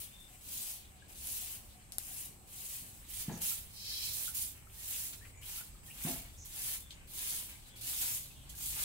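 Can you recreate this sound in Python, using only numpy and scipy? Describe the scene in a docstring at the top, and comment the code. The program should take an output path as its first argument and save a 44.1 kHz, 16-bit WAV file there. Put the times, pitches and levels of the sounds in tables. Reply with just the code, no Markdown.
"""A short stick broom sweeps a hard village yard to and fro, a few metres from a hand-held phone with
two microphone ports. Its twig tips skip over grit in dense ticks that merge into a hiss, and twigs snap.
Birds chirp near and far, a cooking fire pops twice, something wooden thuds behind the houses and a foot
drags once. Late on, a far motor speeds up. Insects buzz thinly over a low village rumble throughout."""
import sys
import numpy as np
from scipy import signal
from scipy.fft import rfft, irfft, next_fast_len
from scipy.io import wavfile

SR = 44100
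rng = np.random.default_rng(int(sys.argv[2]) if len(sys.argv) > 2 else 0)


def to_wav(sig):
    """Store sig (one row per channel, or 1-D mono) as 16-bit WAV at the path in sys.argv[1].

    Samples outside -1..1 are clipped; the rate is SR.
    """
    pcm = np.clip(np.atleast_2d(sig), -1, 1) * 32767
    pcm = np.round(pcm).astype(np.int16)
    wavfile.write(sys.argv[1], SR, pcm.T)  # frames by channels


N = 389826


def undb(db):
    return 10 ** (np.asarray(db) / 20)


def level(x, db):
    """Scale to an RMS level."""
    return x * undb(db) / np.sqrt(np.mean(x ** 2))


def curves(table):
    """Columns of a timed table as sample-by-sample lines."""
    times, *columns = np.transpose(table)
    return [np.interp(np.arange(N) / SR, times, column) for column in columns]


def ring(x, hz, width_hz):
    """Two-pole resonance, gain 1 at the centre."""
    return signal.lfilter(*signal.iirpeak(min(hz, .45 * SR), hz / width_hz, SR), x)


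def walk(per_s):
    """Random levels joined by straight lines; spread near 1."""
    k = int(per_s * N / SR) + 2
    return 1.25 * np.interp(np.linspace(0, k - 1, N), np.arange(k), rng.standard_normal(k))


def colour(x, spectrum):
    """Shape the spectrum along straight lines on a log-frequency axis."""
    hz, db = np.transpose(spectrum)
    size = next_fast_len(N)
    gain_db = np.interp(np.log(np.fft.rfftfreq(size, 1 / SR) + 1), np.log(hz), db)
    return irfft(rfft(x, size) * undb(gain_db), size)[..., :N]


def add(out, s, sound, pan_db):
    """Mix a sound in at s seconds, pan_db louder at the left port than at the right."""
    i = int(s * SR)
    out[:, i:i + sound.shape[-1]] += sound[..., :N - i] * undb([[pan_db / 2], [-pan_db / 2]])


def yard(x, t60, wet_db, hold_s):
    """House fronts and fence return a diffuse tail that keeps changing, its bass alike at both ports."""
    t, hop = np.arange(int(t60 * SR)) / SR, int(hold_s * SR / 2)
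    out = np.pad(x, ((0, 0), (0, 2 * hop + len(t))))
    fade = np.hanning(2 * hop)
    for i in range(-hop, N, hop):
        mid, side = rng.standard_normal((2, len(t))) * 1000. ** (-t / t60) * (t > .003)
        side = signal.lfilter(*signal.butter(1, 500, "high", fs=SR), side)
        tail = undb(wet_db) * np.array([mid + side, mid - side]) / np.sqrt(np.sum(mid ** 2 + side ** 2))
        a, b = max(i, 0), min(i + 2 * hop, N)
        out[:, a:b + len(t) - 1] += signal.fftconvolve(x[:, a:b] * fade[a - i:b - i], tail, axes=1)
    return out[:, :N]


def grit(per_s, spread_db, patchy_db):
    """Stick-slip ticks on the ground; each reaches the two ports from its own spot with its own lag."""
    # where the broom is: (time [s], lag of the left port behind the right [ms])
    bearing = [(0, -.27), (2.9, -.33), (3.2, .14), (5.5, .16), (8.84, .2)]
    when, spot, polarity, strength = rng.random((N // 4, 4))[:int(per_s * N / SR)].T
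    at = when * (N - 60) + 30
    lag_ms = np.interp(at / SR, *np.transpose(bearing)) + .12 * (2 * spot - 1)
    half_lag = lag_ms * SR / 2000
    # many small slips, few large ones, none beyond what a twig can store
    size = np.sign(polarity - .5) * undb(spread_db * np.minimum(-np.log(1 - strength), 6.5))
    ticks = np.array([np.bincount((at + side * half_lag).astype(int), size, N) for side in (1, -1)])
    return ticks * undb(patchy_db * walk(90))


def stroke_speed(t, rise, hold, fall, touch_db, lean_db):
    """The bundle lands, speeds up, holds and lifts off; grit settles after it."""
    landing, start = np.clip(t / .004, 0, 1), undb(touch_db)
    speed_up = np.sin(np.pi / 2 * np.clip(t / max(rise, .002), 0, 1)) ** 2.38
    lean = undb(lean_db * np.clip((t - rise) / max(hold, .001), 0, 1))
    lifted = np.maximum(t - rise - hold, 0) / max(fall, .005)
    # the hiss drops 20 dB during lift-off, then settling grit fades more slowly
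    fade = np.minimum(lifted ** 1.05, 1 + .7 * (lifted - 1))
    return landing * (start + (1 - start) * speed_up) * lean * 10 ** -fade


def broom():
    """A few metres off, tips hiss, twigs ring at shifting pitches and the bundle rasps on the ground."""
    # strokes and scuffs: (touch-down [s], speed-up [s], full speed [s], lift-off [s], tip hiss [dB],
    # touch-down against full speed [dB], lean during full speed [dB], twigs over hiss [dB],
    # rasp over hiss [dB], hiss left minus right [dB])
    strokes = [(-0.2, 0.15, 0.038, 0.13, -42, -17.5, 0.5, -10.5, -17.5, 3),
               (0.11, 0.045, 0.13, 0.1, -66, -6, -1.5, -5, -13, 5),
               (0.276, 0.064, 0.04, 0.12, -61.5, -9, -1, -9, -13, 8),
               (0.407, 0.17, 0.13, 0.13, -42.5, -15.5, -0.1, -12, -18.5, 1.3),
               (1.079, 0.031, 0.015, 0.073, -54.5, -6, -0.5, -12, -11, 1.5),
               (1.145, 0.2, 0.19, 0.16, -41, -12.5, -4.5, -13.5, -18, 1.5),
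               (1.986, 0.19, 0.075, 0.095, -44.5, -5, -2, -15.5, -16.5, 1.5),
               (2.3, 0.03, 0.1, 0.12, -71, -1, -6, -2, -16, 2),
               (2.472, 0.12, 0.15, 0.3, -47, -12, 3.5, -14, -17, 1),
               (3.049, 0.032, 0.013, 0.051, -60.5, -10, 14, -11, -30, -5),
               (3.099, 0.068, 0.057, 0.067, -42.5, -6.5, 2, -12, -20, -2.4),
               (3.25, 0.024, 0.08, 0.1, -55, -8, -2, -7, -8.5, -1),
               (3.37, 0.015, 0.004, 0.039, -53, 3, 1, -12, -7.5, 1),
               (3.4, 0.024, 0.062, 0.17, -37, -16, 1.5, -13.5, -20.5, -2.5),
               (3.729, 0.49, 0.065, 0.093, -39.5, -18, -2, -13, -22, -4.5),
               (4.215, 0.018, 0.02, 0.13, -45.5, -12, -8, -20, -23, -0.5),
               (4.327, 0.033, 0.061, 0.12, -37, -17, 1, -15, -25.5, -2.5),
               (4.716, 0.23, 0.13, 0.14, -39, -19, -3.5, -14, -20, -2),
               (5.126, 0.0055, 0.002, 0.03, -51, -8.0, -0.5, -2, -2.5, -1.5),
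               (5.41, 0.087, 0.089, 0.12, -44.5, -11, 1, -10.5, -15.5, -0.8),
               (5.83, 0.044, 0.011, 0.3, -53, -12.5, -0.5, -13, -17, -1),
               (5.938, 0.17, 0.034, 0.15, -38.5, -19, -3.5, -13, -13, -0.6),
               (6.445, 0.25, 0.046, 0.086, -38, -17, -2.2, -13, -17.5, -0.6),
               (6.794, 0.01, 0.003, 0.041, -50.5, -6.5, 0, -24, -27, 2.1),
               (6.903, 0.004, 0.004, 0.037, -58.5, -4, -1, 6, -11, 0),
               (7.071, 0.16, 0.14, 0.16, -40, -18.5, 1, -11.5, -17, -0.5),
               (7.48, 0.028, 0.0073, 0.15, -51, -5, -4, -9, -8, 1),
               (7.661, 0.026, 0.0098, 0.038, -58, -12, -7, -11, -15, 1.9),
               (7.748, 0.027, 0.031, 0.026, -54.5, -15.2, -2, -3, -23, 1),
               (7.809, 0.092, 0.22, 0.19, -38, -8.5, -2.5, -10.5, -19, -1),
               (7.99, 0.034, 0.15, 0.071, -38.5, -12, -2, -24, -18, 0.5),
               (8.487, 0.013, 0.0027, 0.08, -50.5, -21, -1.5, -8, -21, -2.7),
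               (8.548, 0.1, 0.1, 0.1, -40.5, -10, -0.8, -12.5, -20.5, -1),
               (8.72, 0.13, 0.092, 0.055, -35.5, -9.5, 0, -12.5, -15, -0.5)]
    # spectrum of the fine tips: (frequency [Hz], gain [dB])
    tip_spectrum = [(3240, -16.5), (5500, -9), (7160, -1), (10900, 2.5), (14700, -1), (15500, 1.5)]
    # spectrum of the twig bodies: (frequency [Hz], gain [dB])
    twig_spectrum = [(1240, -21), (2100, -6.5), (3340, 4.5), (4450, 3.5), (5300, -5), (6500, -6),
                     (8450, 3.5), (14300, -120)]
    # spectrum of the ground rasp: (frequency [Hz], gain [dB])
    rasp_spectrum = [(410, -10.5), (700, -8.5), (843, -4), (1160, -6.5), (2400, 1.5), (3120, 0),
                     (5280, -120)]
    # loose twigs rustle between strokes
    hiss_power, twig_power, rasp_power = (undb(2 * (db + 3.5 * walk(14))) for db in (-70, -72, -72))
    t, hiss_power = np.arange(N) / SR, np.array([hiss_power, hiss_power])
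    for s, rise, hold, fall, db, touch_db, lean_db, twig_db, rasp_db, pan_db in strokes:
        at = slice(max(int(s * SR), 0), int((s + 1.5) * SR))
        power = stroke_speed(t[at] - s, rise, hold, fall, touch_db, lean_db) ** 2
        hiss_power[:, at] += undb(2 * db + np.array([[pan_db], [-pan_db]])) * power
        # twigs and rasp follow speed less steeply than the hiss
        twig_power[at] += undb(2 * (db + twig_db)) * power ** .75
        rasp_power[at] += undb(2 * (db + rasp_db)) * power ** .83
    ticks = grit(per_s=9000, spread_db=1.4, patchy_db=.8)
    fine, body = colour(ticks, tip_spectrum), colour(ticks, twig_spectrum)
    # each twig rings at its own pitch while it touches down, so the colour keeps shifting
    tips = sum(undb(2.13 * walk(50)) * ring(fine, hz, hz / 14) for hz in np.geomspace(5000, 16000, 18))
    twigs = sum(undb(3 * walk(45)) * ring(body, hz, hz / 18) for hz in np.geomspace(2200, 6500, 20))
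    rasp = level(colour(grit(per_s=2500, spread_db=2, patchy_db=1.5), rasp_spectrum), 0)
    rasp *= undb([[1.5], [-1.5]])  # the left port lies nearer the ground
    # single stiff twigs catch and let go
    flicks = ring(grit(per_s=500, spread_db=2.6, patchy_db=3), hz=9000, width_hz=9000)
    hiss = np.sqrt(hiss_power) * (level(tips, 0) + level(flicks, -15))
    return hiss + np.sqrt(twig_power) * level(twigs, 0) + np.sqrt(rasp_power) * rasp


def village():
    """The village all around: half-octave bands of noise flicker separately while the bass swells."""
    # spectrum of the background: (frequency [Hz], gain [dB])
    spectrum = [(12, -60), (20, 0), (72, 2.5), (282, -14), (465, -20.5), (857, -22), (1500, -28.5),
                (2610, -29), (4550, -56), (4950, -34), (7110, -30), (8170, -19), (9130, -29),
                (10800, -30.5), (15500, -36)]
    # swell of the low rumble, taken about its mean: (time [s], level [dB])
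    rumble = [(0.0, -64), (2.04, -61.5), (2.58, -65), (3.42, -59.5), (5.34, -60), (5.96, -59.5),
              (6.28, -56.5), (6.75, -62), (7.04, -58.5), (7.31, -62), (7.98, -60), (8.84, -58)]
    mid, side = colour(rng.standard_normal((2, N)), spectrum)
    swell_db = curves(rumble)[0]
    swell_db -= swell_db.mean()
    out = 0
    for hz in 25 * 2 ** np.arange(0, 9.4, .5):
        # light wind stirs each port alone at the very bottom; the treble is diffuse
        apart = min(max(.18, 15 / hz, hz / 950), 1) * np.array([[1], [-1]])
        gain_db = 1.7 * walk(5.5) + swell_db * (hz < 160)
        out += undb(gain_db) * ring(mid + apart * side, hz, hz / 3)
    return level(out, -56)


def insects():
    """A thin, high buzz: a narrow band of noise that wavers in level."""
    band = signal.butter(3, [7520, 8330], "band", fs=SR, output="sos")
    buzz = signal.sosfilt(band, rng.standard_normal((2, N)))
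    return undb(2.4 * walk(3)) * level(buzz, -70.5)


def bird_note(hz, rise, length_s, rasp_hz):
    """A gliding sine with soft edges, roughened by a fluttering throat."""
    progress = np.arange(int(length_s * SR)) / (length_s * SR)
    k = int(2 * rasp_hz * length_s) + 2
    flutter = np.interp(progress * (k - 1), np.arange(k), rng.standard_normal(k))
    clear_share = 1 / (1 + rasp_hz / 60)
    throat = level(clear_share + (1 - clear_share) * flutter, 0)
    phase = 2 * np.pi * np.cumsum(hz * (1 + rise * progress)) / SR
    return np.sin(np.pi * progress ** .57) * throat * np.sin(phase)


def birds():
    """Small birds chirp near and far; one far bird repeats a hollow note at a steady pace."""
    # chirps: (time [s], level [dB], start pitch [Hz], rise [share of start pitch], length [s],
    # rasp [Hz], left minus right [dB])
    chirps = [(0.118, -60.5, 3580, 0.0023, 0.21, 110, 12), (1.021, -58, 1595, 0.079, 0.014, 40, -1),
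              (3.314, -57, 6720, -0.13, 0.085, 934, -12), (3.517, -53, 1337, .03, 0.018, 36, 4),
              (3.916, -62, 1697, 0.057, 0.018, 40, 2), (4.278, -47.5, 1409, 0.062, 0.017, 40, 11),
              (4.67, -57.5, 1307, 0.12, 0.012, 90, 10), (4.772, -61, 1850, .02, 0.021, 80, 8),
              (4.692, -64, 2920, 0.0078, 0.04, 854, 3), (4.921, -50, 3010, 0.041, 0.058, 1100, 6),
              (5.21, -62.5, 1680, 0.24, 0.045, 55, 16), (5.242, -57, 2196, 0.015, 0.042, 904, 7.5),
              (5.33, -65, 2100, 0.13, 0.094, 229, 6), (5.352, -63, 6950, -0.014, 0.081, 180, 0),
              (5.419, -54, 2500, 0.25, 0.028, 702, 8), (5.49, -65, 1650, 0.05, .02, 40, 4),
              (5.58, -59, 1360, 0.016, 0.017, 90, 2), (5.607, -60, 1383, 0.13, 0.025, 96, 11),
              (5.749, -61, 1230, .02, 0.012, 60, 4.5), (5.875, -65, 1830, 0.025, .025, 65, 17),
              (5.898, -53, 2440, 0.2, 0.029, 497, 7), (6.368, -54.5, 6340, 0.016, 0.14, 1100, -1),
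              (6.811, -64.5, 3560, -0.053, 0.16, 260, 3.5), (6.936, -61, 6850, 0.027, .025, 250, 0),
              (7.55, -57.5, 2180, 0.029, 0.018, 90, 10), (7.695, -62.5, 3340, 0.015, 0.11, 200, 4),
              (8.303, -61, 2640, -0.012, 0.025, 170, 6), (8.337, -63.5, 3230, -0.0039, 0.15, 596, 2.5),
              (8.538, -65, 1610, 0.027, 0.025, 99, 6)]
    # bouts of the hollow note: (start [s], notes [count], level [dB])
    hoots = [(.3, 1, -68.5), (.59, 2, -72), (.917, 4, -67.5), (1.575, 4, -65.5), (2.235, 5, -72)]
    out, hoot_every_s = np.zeros((2, N)), .1645
    for s, db, hz, rise, length_s, rasp_hz, pan_db in chirps:
        add(out, s, undb(db) * bird_note(hz, rise, length_s, rasp_hz), pan_db)
    for s, notes, db in hoots:
        for k in range(notes):
            gain = undb(db + 1.3 * rng.standard_normal())
            hoot = bird_note(hz=735, rise=0, length_s=.083, rasp_hz=60)
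            add(out, s + k * hoot_every_s, gain * hoot, pan_db=1.5)
    return out


def twig_snaps():
    """A sharp crack rings a few cycles, then grit scatters, unlike at each port."""
    # snaps: (time [s], crack peak [dB], ring [Hz], left minus right [dB])
    snaps = [(0.202, -45, 10000, 2.5), (0.297, -54, 12500, 2), (1.2714, -28, 10000, -1),
             (1.9905, -39, 10800, 0), (3.1012, -36, 12500, -5), (3.4184, -28, 10400, 1),
             (3.4953, -27, 14300, -6), (4.348, -28, 12500, -5), (5.1353, -38, 7960, -1),
             (6.457, -35.5, 12900, -6), (6.804, -40, 10300, 1), (6.908, -36.5, 3320, 5),
             (7.811, -36, 11300, -8), (8.495, -37, 7630, -4)]
    out, t = np.zeros((2, N)), np.arange(int(.08 * SR)) / SR
    for s, db, hz, pan_db in snaps:
        burst = np.exp(-t / .0003) * rng.standard_normal(len(t))
        crack = ring(ring(burst, hz, hz), hz, hz)
        scatter = ring(rng.standard_normal((2, len(t))) * np.exp(-t / .023), hz, .35 * hz)
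        add(out, s, undb(db) * (crack / np.abs(crack).max() + undb(-6) * scatter), pan_db)
    return out


def cooking_fire():
    """A bursting pocket in the wood rings the ember's modes; near echoes and a brief sizzle follow."""
    # pops: (time [s], peak [dB], treble slope [dB/octave], low knock [dB], left minus right [dB])
    pops = [(1.9212, -27, -7, -14, 3), (1.9835, -13.5, 0, 1.5, 5)]
    # ember modes: (frequency [Hz], relative level [dB], t60 [s])
    ember = [(800, -32, .012), (1300, -31, .006), (1900, -32, .004), (3550, -20.5, .005), (5300, -20, .003),
             (7000, -15, .0025), (9700, 0, .0018), (12400, -6, .002), (14600, -10, .002)]
    out, t = np.zeros((2, N)), np.arange(int(.08 * SR)) / SR
    age = np.maximum(t - np.array([[.00017], [0]]), 0)  # the pop reaches the left port later
    for s, db, bright_db, low_db, pan_db in pops:
        modes = 0
        for k, (hz, mode_db, t60) in enumerate(ember):
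            gain = undb(mode_db + low_db * (hz < 3000) + bright_db * np.log2(max(hz, 3500) / 4000))
            modes += (-1) ** k * gain * np.sin(2 * np.pi * hz * age) * 1000. ** (-age / t60)
        echoes = undb(-23) * rng.standard_normal((2, len(t))) * np.exp(-t / .002)
        echoes[:, 0] = 1  # direct sound
        pop = signal.fftconvolve(modes, echoes, axes=1)[:, :len(t)]
        sizzle = ring(rng.standard_normal((2, len(t))), hz=8400, width_hz=7800) * np.exp(-t / .036)
        add(out, s, undb(db) * pop / np.abs(pop).max() + undb(-43) * sizzle, pan_db)
    return out


def wooden_thuds():
    """Behind the houses a soft push sets dull wooden modes ringing; dense echoes carry it on."""
    # thuds: (time [s], level [dB], brightness [dB/octave], plank ring [dB], hollow ring [dB])
    thuds = [(2.29, -64.5, 2, -4, -29.5), (2.82, -62, 2, -3, -16), (3.281, -41.5, 2, -10.5, -32),
             (6.0483, -42.5, 1.5, -6, -6), (6.0676, -45.5, 0, 2, -11)]
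    # wood modes: (frequency [Hz], relative level [dB], t60 [s])
    wood = [(116, -20, 0.03), (166, -4, 0.12), (213, 1, 0.044), (350, -9.5, 0.049), (457, -14, 0.029),
            (564, -16, 0.016), (680, -8.5, 0.018), (860, -12.5, 0.017), (980, -22, 0.011),
            (1330, -19.5, 0.013), (1680, -14.5, 0.015)]
    plank_hz, hollow_hz, echo_t60_s, echo_build_s = 262, 684, .4, .014
    out, t = np.zeros((2, N)), np.arange(int(.5 * SR)) / SR
    echo_envelope = undb(-21) * 1000. ** (-t / echo_t60_s) * (1 - np.exp(-t / echo_build_s))
    first_wave = np.hanning(int(.0036 * SR))  # bends round a house and loses its edge
    bass_cut = signal.butter(2, 130, "high", fs=SR)  # a small plank radiates little deep bass
    for s, db, bright_db, plank_db, hollow_db in thuds:
        mid, side = rng.standard_normal((2, len(t)))
        paths = np.array([mid + .29 * side, mid - .32 * side]) * echo_envelope
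        paths[:, :len(first_wave)] = undb(10.5) * first_wave / first_wave.sum()
        modes = [(hz, mode_db + bright_db * np.log2(hz / 200), t60) for hz, mode_db, t60 in wood]
        modes += [(plank_hz, plank_db, .045), (hollow_hz, hollow_db, .055)]
        knock = sum(undb(mode_db) * np.sin(2 * np.pi * hz * t) * 1000. ** (-t / t60)
                    for hz, mode_db, t60 in modes)
        knock = signal.lfilter(*bass_cut, knock)
        thud = signal.fftconvolve(paths, knock[None], axes=1)[:, :len(t)]
        add(out, s, thud * undb(db) / thud[:, :SR // 10].std(), pan_db=.3)
    return out


def foot_drag():
    """A sole scrapes grit that rings in a few narrow, restless bands."""
    # course of the drag: (time [s], level [dB])
    course = [(3.71, -72), (3.765, -54), (3.86, -47), (3.93, -43), (4.0, -42.5), (4.075, -42), (4.11, -49),
              (4.19, -58), (4.24, -72)]
    # resonances of the grit: (frequency [Hz], width [Hz], relative level [dB])
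    bands = [(2680, 350, -3), (3320, 550, 1.5), (4100, 450, 3), (4400, 400, 6), (5000, 700, 2),
             (4600, 2800, 3)]
    at = slice(int(course[0][0] * SR), int(course[-1][0] * SR))
    sand = grit(per_s=5200, spread_db=0, patchy_db=0)[:, at]
    scrape = sum(undb(db + 2 * walk(25)[at]) * ring(ring(sand, hz, width), hz, width)
                 for hz, width, db in bands)
    out = np.zeros((2, N))
    out[:, at] = undb(curves(course)[0][at]) * level(scrape, 0)
    return out


def motor():
    """A far engine speeds up, heard as two wavering partials of its firing rate."""
    # run-up: (time [s], firing rate [Hz], level [dB])
    run_up = [(7.4, 108, -72), (7.7, 117.9, -60), (8.1, 127.3, -65), (8.4, 139.9, -62.5),
              (8.84, 149.4, -67)]
    hz, db = curves(run_up)
    phase = 2 * np.pi * np.cumsum(hz * (1 + .03 * walk(25))) / SR
    fundamental = undb(db + 2.5 * walk(8)) * np.sin(phase)
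    octave = undb(db - 11.5 + 2.5 * walk(8)) * np.sin(2 * phase)
    return fundamental + octave


def scene():
    """All that reaches the two ports; broom, foot and birds share the echoes of the yard."""
    sweeping = yard(broom() + foot_drag(), t60=.1, wet_db=-2.5, hold_s=.5)
    calls = yard(birds(), t60=.16, wet_db=-1, hold_s=.4)
    return sweeping + twig_snaps() + cooking_fire() + calls + wooden_thuds() + motor() + village() + insects()


def record(dry):
    """The phone cuts the top steeply above 15.7 kHz."""
    return signal.sosfilt(signal.ellip(10, .2, 70, 15700, fs=SR, output="sos"), dry)


dry = scene()
out = record(dry)
to_wav(out)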